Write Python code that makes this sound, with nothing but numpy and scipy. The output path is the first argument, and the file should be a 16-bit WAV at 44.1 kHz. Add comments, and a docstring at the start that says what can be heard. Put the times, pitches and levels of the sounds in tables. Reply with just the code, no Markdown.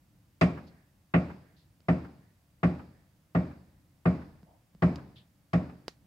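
"""A quiet suburban rumble, then eight hammer blows on a stucco chimney, heard from the yard below.
Each impact by the worker on the ladder excites the normal modes of the hollow framed wall (the boom)
and the dense resonances of its plaster skin (the crack), and crushes a little grit.
The yard reverberates and the neighbouring walls return delayed echoes.
A few small handling clicks sound near the microphone, and faint scuffs around the yard."""
import sys
import numpy as np
from scipy import signal
from scipy.fft import rfft, irfft, next_fast_len
from scipy.io import wavfile
from scipy.ndimage import map_coordinates

SR = 44100
rng = np.random.default_rng(int(sys.argv[2]) if len(sys.argv) > 2 else 0)


def digitize_waveform(pressure):
    """Quantize a signal to 16-bit integers and store it at the path in sys.argv[1].

    Rows of a 2-D input are taken as channels; values are limited to [-1, 1].
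    """
    field = np.atleast_2d(pressure).T
    bounded = np.clip(field, -1, 1)
    quanta = np.round(bounded * 32767).astype(np.int16)
    wavfile.write(sys.argv[1], SR, quanta)


N = 267554


def amp(db):
    """Amplitude ratio of a level in decibels."""
    return 10 ** (np.asarray(db) / 20)


def unit(x):
    """Normalisation to rms 1."""
    return x / np.sqrt(np.mean(x ** 2) + 1e-20)


def along(points, hz):
    """Interpolation of (f/Hz, value) points on a logarithmic frequency axis."""
    f, v = np.transpose(points)
    return np.interp(np.log(hz + 1), np.log(f + 1), v)


def filtered(x, response):
    """Linear filtering: the spectrum of x times a frequency response."""
    n = x.shape[-1]
    m = next_fast_len(n + SR // 10)
    return irfft(rfft(x, m) * response(np.fft.rfftfreq(m, 1 / SR)), m)[..., :n]


def add(track, s, sound):
    """Superposition: a sound joins the track at s seconds."""
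    start = max(round(s * SR), 0)
    part = track[..., start:start + sound.shape[-1]]
    part += sound[..., :part.shape[-1]]


def burst(t, attack, t60):
    """Exponential decay, 60 dB in t60 seconds, after a quick rise."""
    return (1 - np.exp(-t / attack)) * amp(-60 * t / t60)


# left-right coherence of the sound field: f/Hz, correlation
COHERENCE = [(100, 0.97), (400, .85), (1000, 0.37), (2000, 0.15), (5000, 0.46), (12000, 0.38)]

def noise(spectrum, size):
    """Partially coherent stereo noise, near mono in the bass; rms 1, so the spectrum sets only colour."""
    def mid_side_gains(hz):
        angle = np.arccos(np.clip(along(COHERENCE, hz), -1, 1)) / 2
        return amp(along(spectrum, hz)) * [np.cos(angle), np.sin(angle)]
    mid, side = filtered(rng.standard_normal((2, size)), mid_side_gains)
    return unit(np.array([mid + side, mid - side]))


# traffic rumble and hiss: f/Hz, spectrum level/dB
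TRAFFIC_SPECTRUM = [(15, -66.5), (25, -33), (44, -10), (86, -5.5), (178, -7.5), (253, -19), (289, -12.5),
                    (410, -29.5), (523, -24.5), (1450, -31.5), (1750, -31.5), (1950, -32), (4750, -38),
                    (15500, -38.5)]

def traffic(level_db=-65, waver_db=2.0, waver_hz=11):
    """Random amplitude modulation: distant traffic rumble wavers under a thin, steady hiss."""
    knots = rng.standard_normal(int(N * waver_hz / SR) + 4)
    waver = map_coordinates(knots, [np.arange(N) * waver_hz / SR])
    bed = noise(TRAFFIC_SPECTRUM, N)
    rumble = filtered(bed, lambda hz: 1 / (1 + (hz / 500) ** 2))
    return amp(level_db) * (bed + rumble * (amp(waver_db * waver) - 1))


def swish(t, length, hz):
    """Band-limited noise around one frequency swells and fades."""
    band = noise([(hz / 3, -60), (hz / 1.7, -16), (hz, 0), (hz * 1.38, -14), (hz * 3, -60)], len(t))
    u = 4 * t / length
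    return band * u * np.exp(1 - u)


# faint hisses and hoots: t/s, duration/s, centre f/Hz, level/dB
SCUFF_EVENTS = [(.668, 0.037, 4360, -65.5), (1.56, 0.099, 4060, -70.5), (4.458, 0.16, 750, -64.5),
                (5.155, 0.07, 3440, -59.5)]

def scuffs():
    """Narrow-band noise transients sound faintly around the yard."""
    out, t = np.zeros((2, N)), np.arange(SR // 2) / SR
    for s, length, hz, db in SCUFF_EVENTS:
        add(out, s, amp(db) * swish(t, length, hz))
    return out


# handling clicks: t/s, snap level/dB, thud level/dB
CLICK_EVENTS = [(1.805, -54, -60), (4.431, -61, -32), (4.7495, -61, -30.5), (4.9588, -33.5, -42),
                (5.8816, -23, -25)]
# modes of the plastic: f/Hz, level/dB, T60/s
PLASTIC_MODES = [(1570, -2.5, 0.0014), (2984, -7, 0.0037), (3880, -13.5, 0.01), (4510, -14, 0.016),
                 (4930, -15, 0.02), (7200, -33, .012)]
# rattle after a click: f/Hz, spectrum level/dB
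RATTLE_SPECTRUM = [(600, -3.5), (2400, -3.5), (3500, -6.5), (4400, -1), (5100, -8), (5800, -5),
                   (8000, -16.5), (10000, -23), (15000, -28.5)]

def clicks(push_s=0.0011, push_hz=380, thud_hz=170):
    """Impulse response of handled plastic: damped modes and a rattle over a short push and a dull thud."""
    out, t = np.zeros((2, N)), np.arange(SR // 5) / SR
    ring = sum(amp(db - 60 * t / t60) * np.sin(2 * np.pi * hz * t) for hz, db, t60 in PLASTIC_MODES)
    settle = amp(-18.5) * burst(t, attack=.00086, t60=.024) + amp(-32) * burst(t, attack=.003, t60=.18)
    push = amp(3.5) * np.cos(2 * np.pi * push_hz * t) * np.exp(-t / push_s) * (1 - np.exp(-t / .0001))
    thud = amp(-3) * np.sin(2 * np.pi * thud_hz * t) * burst(t, attack=.0045, t60=.037)
    for s, snap_db, thud_db in CLICK_EVENTS:
        tick = amp(-26) * rng.standard_normal((2, len(t))) * burst(t, attack=.0001, t60=.005)
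        rattle = noise(RATTLE_SPECTRUM, len(t)) * settle
        # a sharp contact is too brief to set the thud going
        sharp = 1 / (1 + amp(thud_db - snap_db - 12.5))
        body = sharp * push + (1 - sharp) * thud
        add(out, s, amp(snap_db) * (ring + tick + rattle) + amp(thud_db) * body)
    return out


# echo from a far wall: f/Hz, spectrum level/dB
ECHO_SPECTRUM = [(150, -0.5), (600, 1.5), (1000, 3.5), (1500, 3), (2500, -10), (3500, -24), (5000, -34.5),
                 (9000, -37)]

def echoes(t, crack_db, wall_delay_s=.16, houses_delay_s=.28):
    """Delayed reflection: a far wall returns the crack as a slap, houses farther off as a blur."""
    out = np.zeros((2, len(t)))
    slap = noise(ECHO_SPECTRUM, len(t)) * burst(t, attack=.0041, t60=.091)
    add(out, wall_delay_s, amp(crack_db - 44.5) * slap)
    add(out, houses_delay_s, amp(crack_db - 76.5) * swish(t, length=.23, hz=1800))
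    return out


def contact_gain(hz, hardness_db, bite_hz=2650, width_octaves=.36):
    """Contact time shapes the spectrum: a harder, shorter contact lifts the band around bite_hz."""
    band = np.exp(-(np.log2((hz + 1) / bite_hz) / width_octaves) ** 2)
    return amp((0.55 + hardness_db) * band)


# reverberant field of the yard: f/Hz, spectrum level/dB
YARD_SPECTRUM = [(40, -17.5), (80, 1.5), (170, 17.5), (350, 7.5), (700, 4), (1000, -1), (1500, -5),
                 (2500, -10), (3100, -22), (4300, -24.5), (5100, -26), (5800, -32.5), (8500, -32),
                 (16000, -44.5)]
# its reverberation time: f/Hz, T60/s
YARD_T60 = [(80, 0.85), (300, 0.63), (1000, 0.64), (2500, 0.6), (5000, 0.97), (12000, 0.15)]

def reverberation(t, hardness_db, build_s=0.0036):
    """Diffuse decay: scattered reflections build up, then each frequency dies at its own rate."""
    hz, age, spectra = signal.stft(noise(YARD_SPECTRUM, len(t)), SR, nperseg=512)
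    decay = amp(-60 * age / along(YARD_T60, hz)[:, None])
    tail = signal.istft(spectra * decay, SR, nperseg=512)[1][:, :len(t)]
    tail *= 1 - np.exp(-t / build_s)
    return filtered(tail, lambda hz: np.sqrt(contact_gain(hz, hardness_db)))


# grit under the hammer face: f/Hz, spectrum level/dB
GRIT_SPECTRUM = [(1000, -13.5), (2500, 9.5), (3500, 1.5), (4200, -3), (5100, 0), (5700, -6.5), (8500, -13),
                 (10000, -23), (16000, -26.5)]

def grit_crunch(t, crumble_db=-9):
    """Brittle fracture radiates noise: grit is crushed at once, then crumbles on."""
    crush = burst(t, attack=.00037, t60=.019)
    crumble = amp(crumble_db) * burst(t, attack=.004, t60=.2)
    return noise(GRIT_SPECTRUM, len(t)) * (crush + crumble)


# dense ring of the plaster skin: f/Hz, spectrum level/dB
PLASTER_SPECTRUM = [(100, -10), (300, 6.5), (420, 0.5), (650, 7), (950, -7), (1200, 2), (1650, -5),
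                    (2000, -2.5), (2600, -12), (2900, -18.5), (4000, -29), (8000, -66)]

def plaster_crack(t, patch, hardness_db, fresh_gain=0.63):
    """Modal overlap: the plaster rings as noise, part common to the patch, part new with each blow."""
    ring = unit(patch + fresh_gain * noise(PLASTER_SPECTRUM, len(t)))
    return filtered(ring, lambda hz: contact_gain(hz, hardness_db)) * burst(t, attack=.0025, t60=.11)


# modes of the hollow wall: f/Hz, level/dB, T60/s
WALL_MODES = [(55.4, -25.5, 0.13), (73.6, -28.5, 0.56), (83.5, -28, 0.56), (117.5, -27.5, 0.24),
              (132.9, -38.5, .59), (162.96, -23, 0.31), (178.86, -10.5, 0.44), (201, -43, 0.85),
              (230.8, -29.5, 0.22), (250, -34.5, 0.39), (277.9, -37, 0.42), (295.3, -35, .5),
              (322.1, -28.5, 0.37), (364.6, -36.5, .38), (462.5, -27.5, 0.19), (530, -37, 0.2),
              (575, -39, 0.48), (610.4, -33, .24), (636, -36.5, 0.26), (696, -29.5, 0.2),
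              (756, -40.5, 0.12), (830, -32.5, .25), (1104, -35, 0.16), (1250, -44.5, 0.053),
              (1368, -37, 0.12), (1884, -43.5, .17), (1924, -53.5, 0.12), (2340, -51.5, 0.31)]
# early reflections from the house: delay t/s, level/dB
HOUSE_REFLECTIONS = [(.00778, -0.5), (.055, -17), (.076, -16.5)]

def wall_boom(t, boom_db, crack_db, rise_cycles=1.43, scatter_db=1.0, crossover_hz=900):
    """Normal modes swell and decay, the low ones set by boom_db, the high ones by crack_db."""
    hz, db, t60 = np.transpose(WALL_MODES)[:, :, None]
    high = hz ** 2 / (hz ** 2 + crossover_hz ** 2)
    # each blow lands on a slightly different spot, which matters most to the short waves
    level_draw, pitch_draw = rng.standard_normal((2, len(WALL_MODES), 1))
    level = db + (1 - high) * boom_db + high * crack_db + scatter_db * np.sqrt(high) * level_draw
    detuned_hz = hz * (1 + 0.0072 * high * pitch_draw)
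    swell = 1 - np.exp(-(t * hz / rise_cycles) ** 2)
    sign = (-1) ** np.arange(len(WALL_MODES))[:, None]  # neighbouring modes start in antiphase
    ring = (sign * amp(level - 60 * t / t60) * swell * np.sin(2 * np.pi * detuned_hz * t)).sum(0)
    heard = ring.copy()
    for delay, gain_db in HOUSE_REFLECTIONS:
        add(heard, delay, amp(gain_db) * ring)
    return heard


def from_left(x, lead_s=0.00012):
    """Path difference: sound from the chimney reaches the left microphone port first."""
    return filtered(x, lambda hz: np.exp(1j * np.pi * hz * lead_s * np.array([[1], [-1]])))


# hammer blows, in relative levels: t/s, force/dB, contact hardness/dB, grit level/dB
HAMMER_BLOWS = [(0.4116, 0.6, 4.5, 15.5), (1.1384, 0, 4, -7.5), (1.884, 0, 0, -2.5), (2.6305, 0, 0, -1),
                (3.3484, -1, -2.5, -7), (4.0547, 0.5, -2, -11.5), (4.8212, 1.5, -2, 1.5),
                (5.532, -1, -2, 4.5)]

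def hammer():
    """Impact excitation: force drives the boom; force and hardness drive the crack and its reflections."""
    out, t = np.zeros((2, N)), np.arange(SR) / SR
    patch = noise(PLASTER_SPECTRUM, len(t))
    for s, force_db, hardness_db, grit_db in HAMMER_BLOWS:
        crack_db = force_db + hardness_db
        crack = amp(crack_db - 21.5) * plaster_crack(t, patch, hardness_db)
        grit = amp(grit_db - 44) * grit_crunch(t)
        boom = wall_boom(t, force_db - 2.5, crack_db)
        yard = amp(force_db + 0.35 * hardness_db - 33.5) * reverberation(t, hardness_db)
        add(out, s, from_left(boom + crack) + grit + yard + echoes(t, crack_db))
    return out


def scene():
    """Superposition of all the sources heard in the yard."""
    return traffic() + scuffs() + clicks() + hammer()


# imbalance of the microphone ports: f/Hz, left minus right level/dB
PORT_IMBALANCE = [(200, 0), (1200, 2), (1900, -3.5), (2400, -3.5), (3200, 1), (4000, 4.5), (4700, -10.5),
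                  (5400, -6.5), (7000, -0.5), (10000, -0.5)]

def record(dry, top_hz=15800):
    """Frequency response of the microphone: each port colours the sound, up to a band limit."""
    split = np.array([[.5], [-.5]])
    return filtered(dry, lambda hz: amp(along(PORT_IMBALANCE, hz) * split) * (hz < top_hz))


dry = scene()
out = record(dry)
digitize_waveform(out)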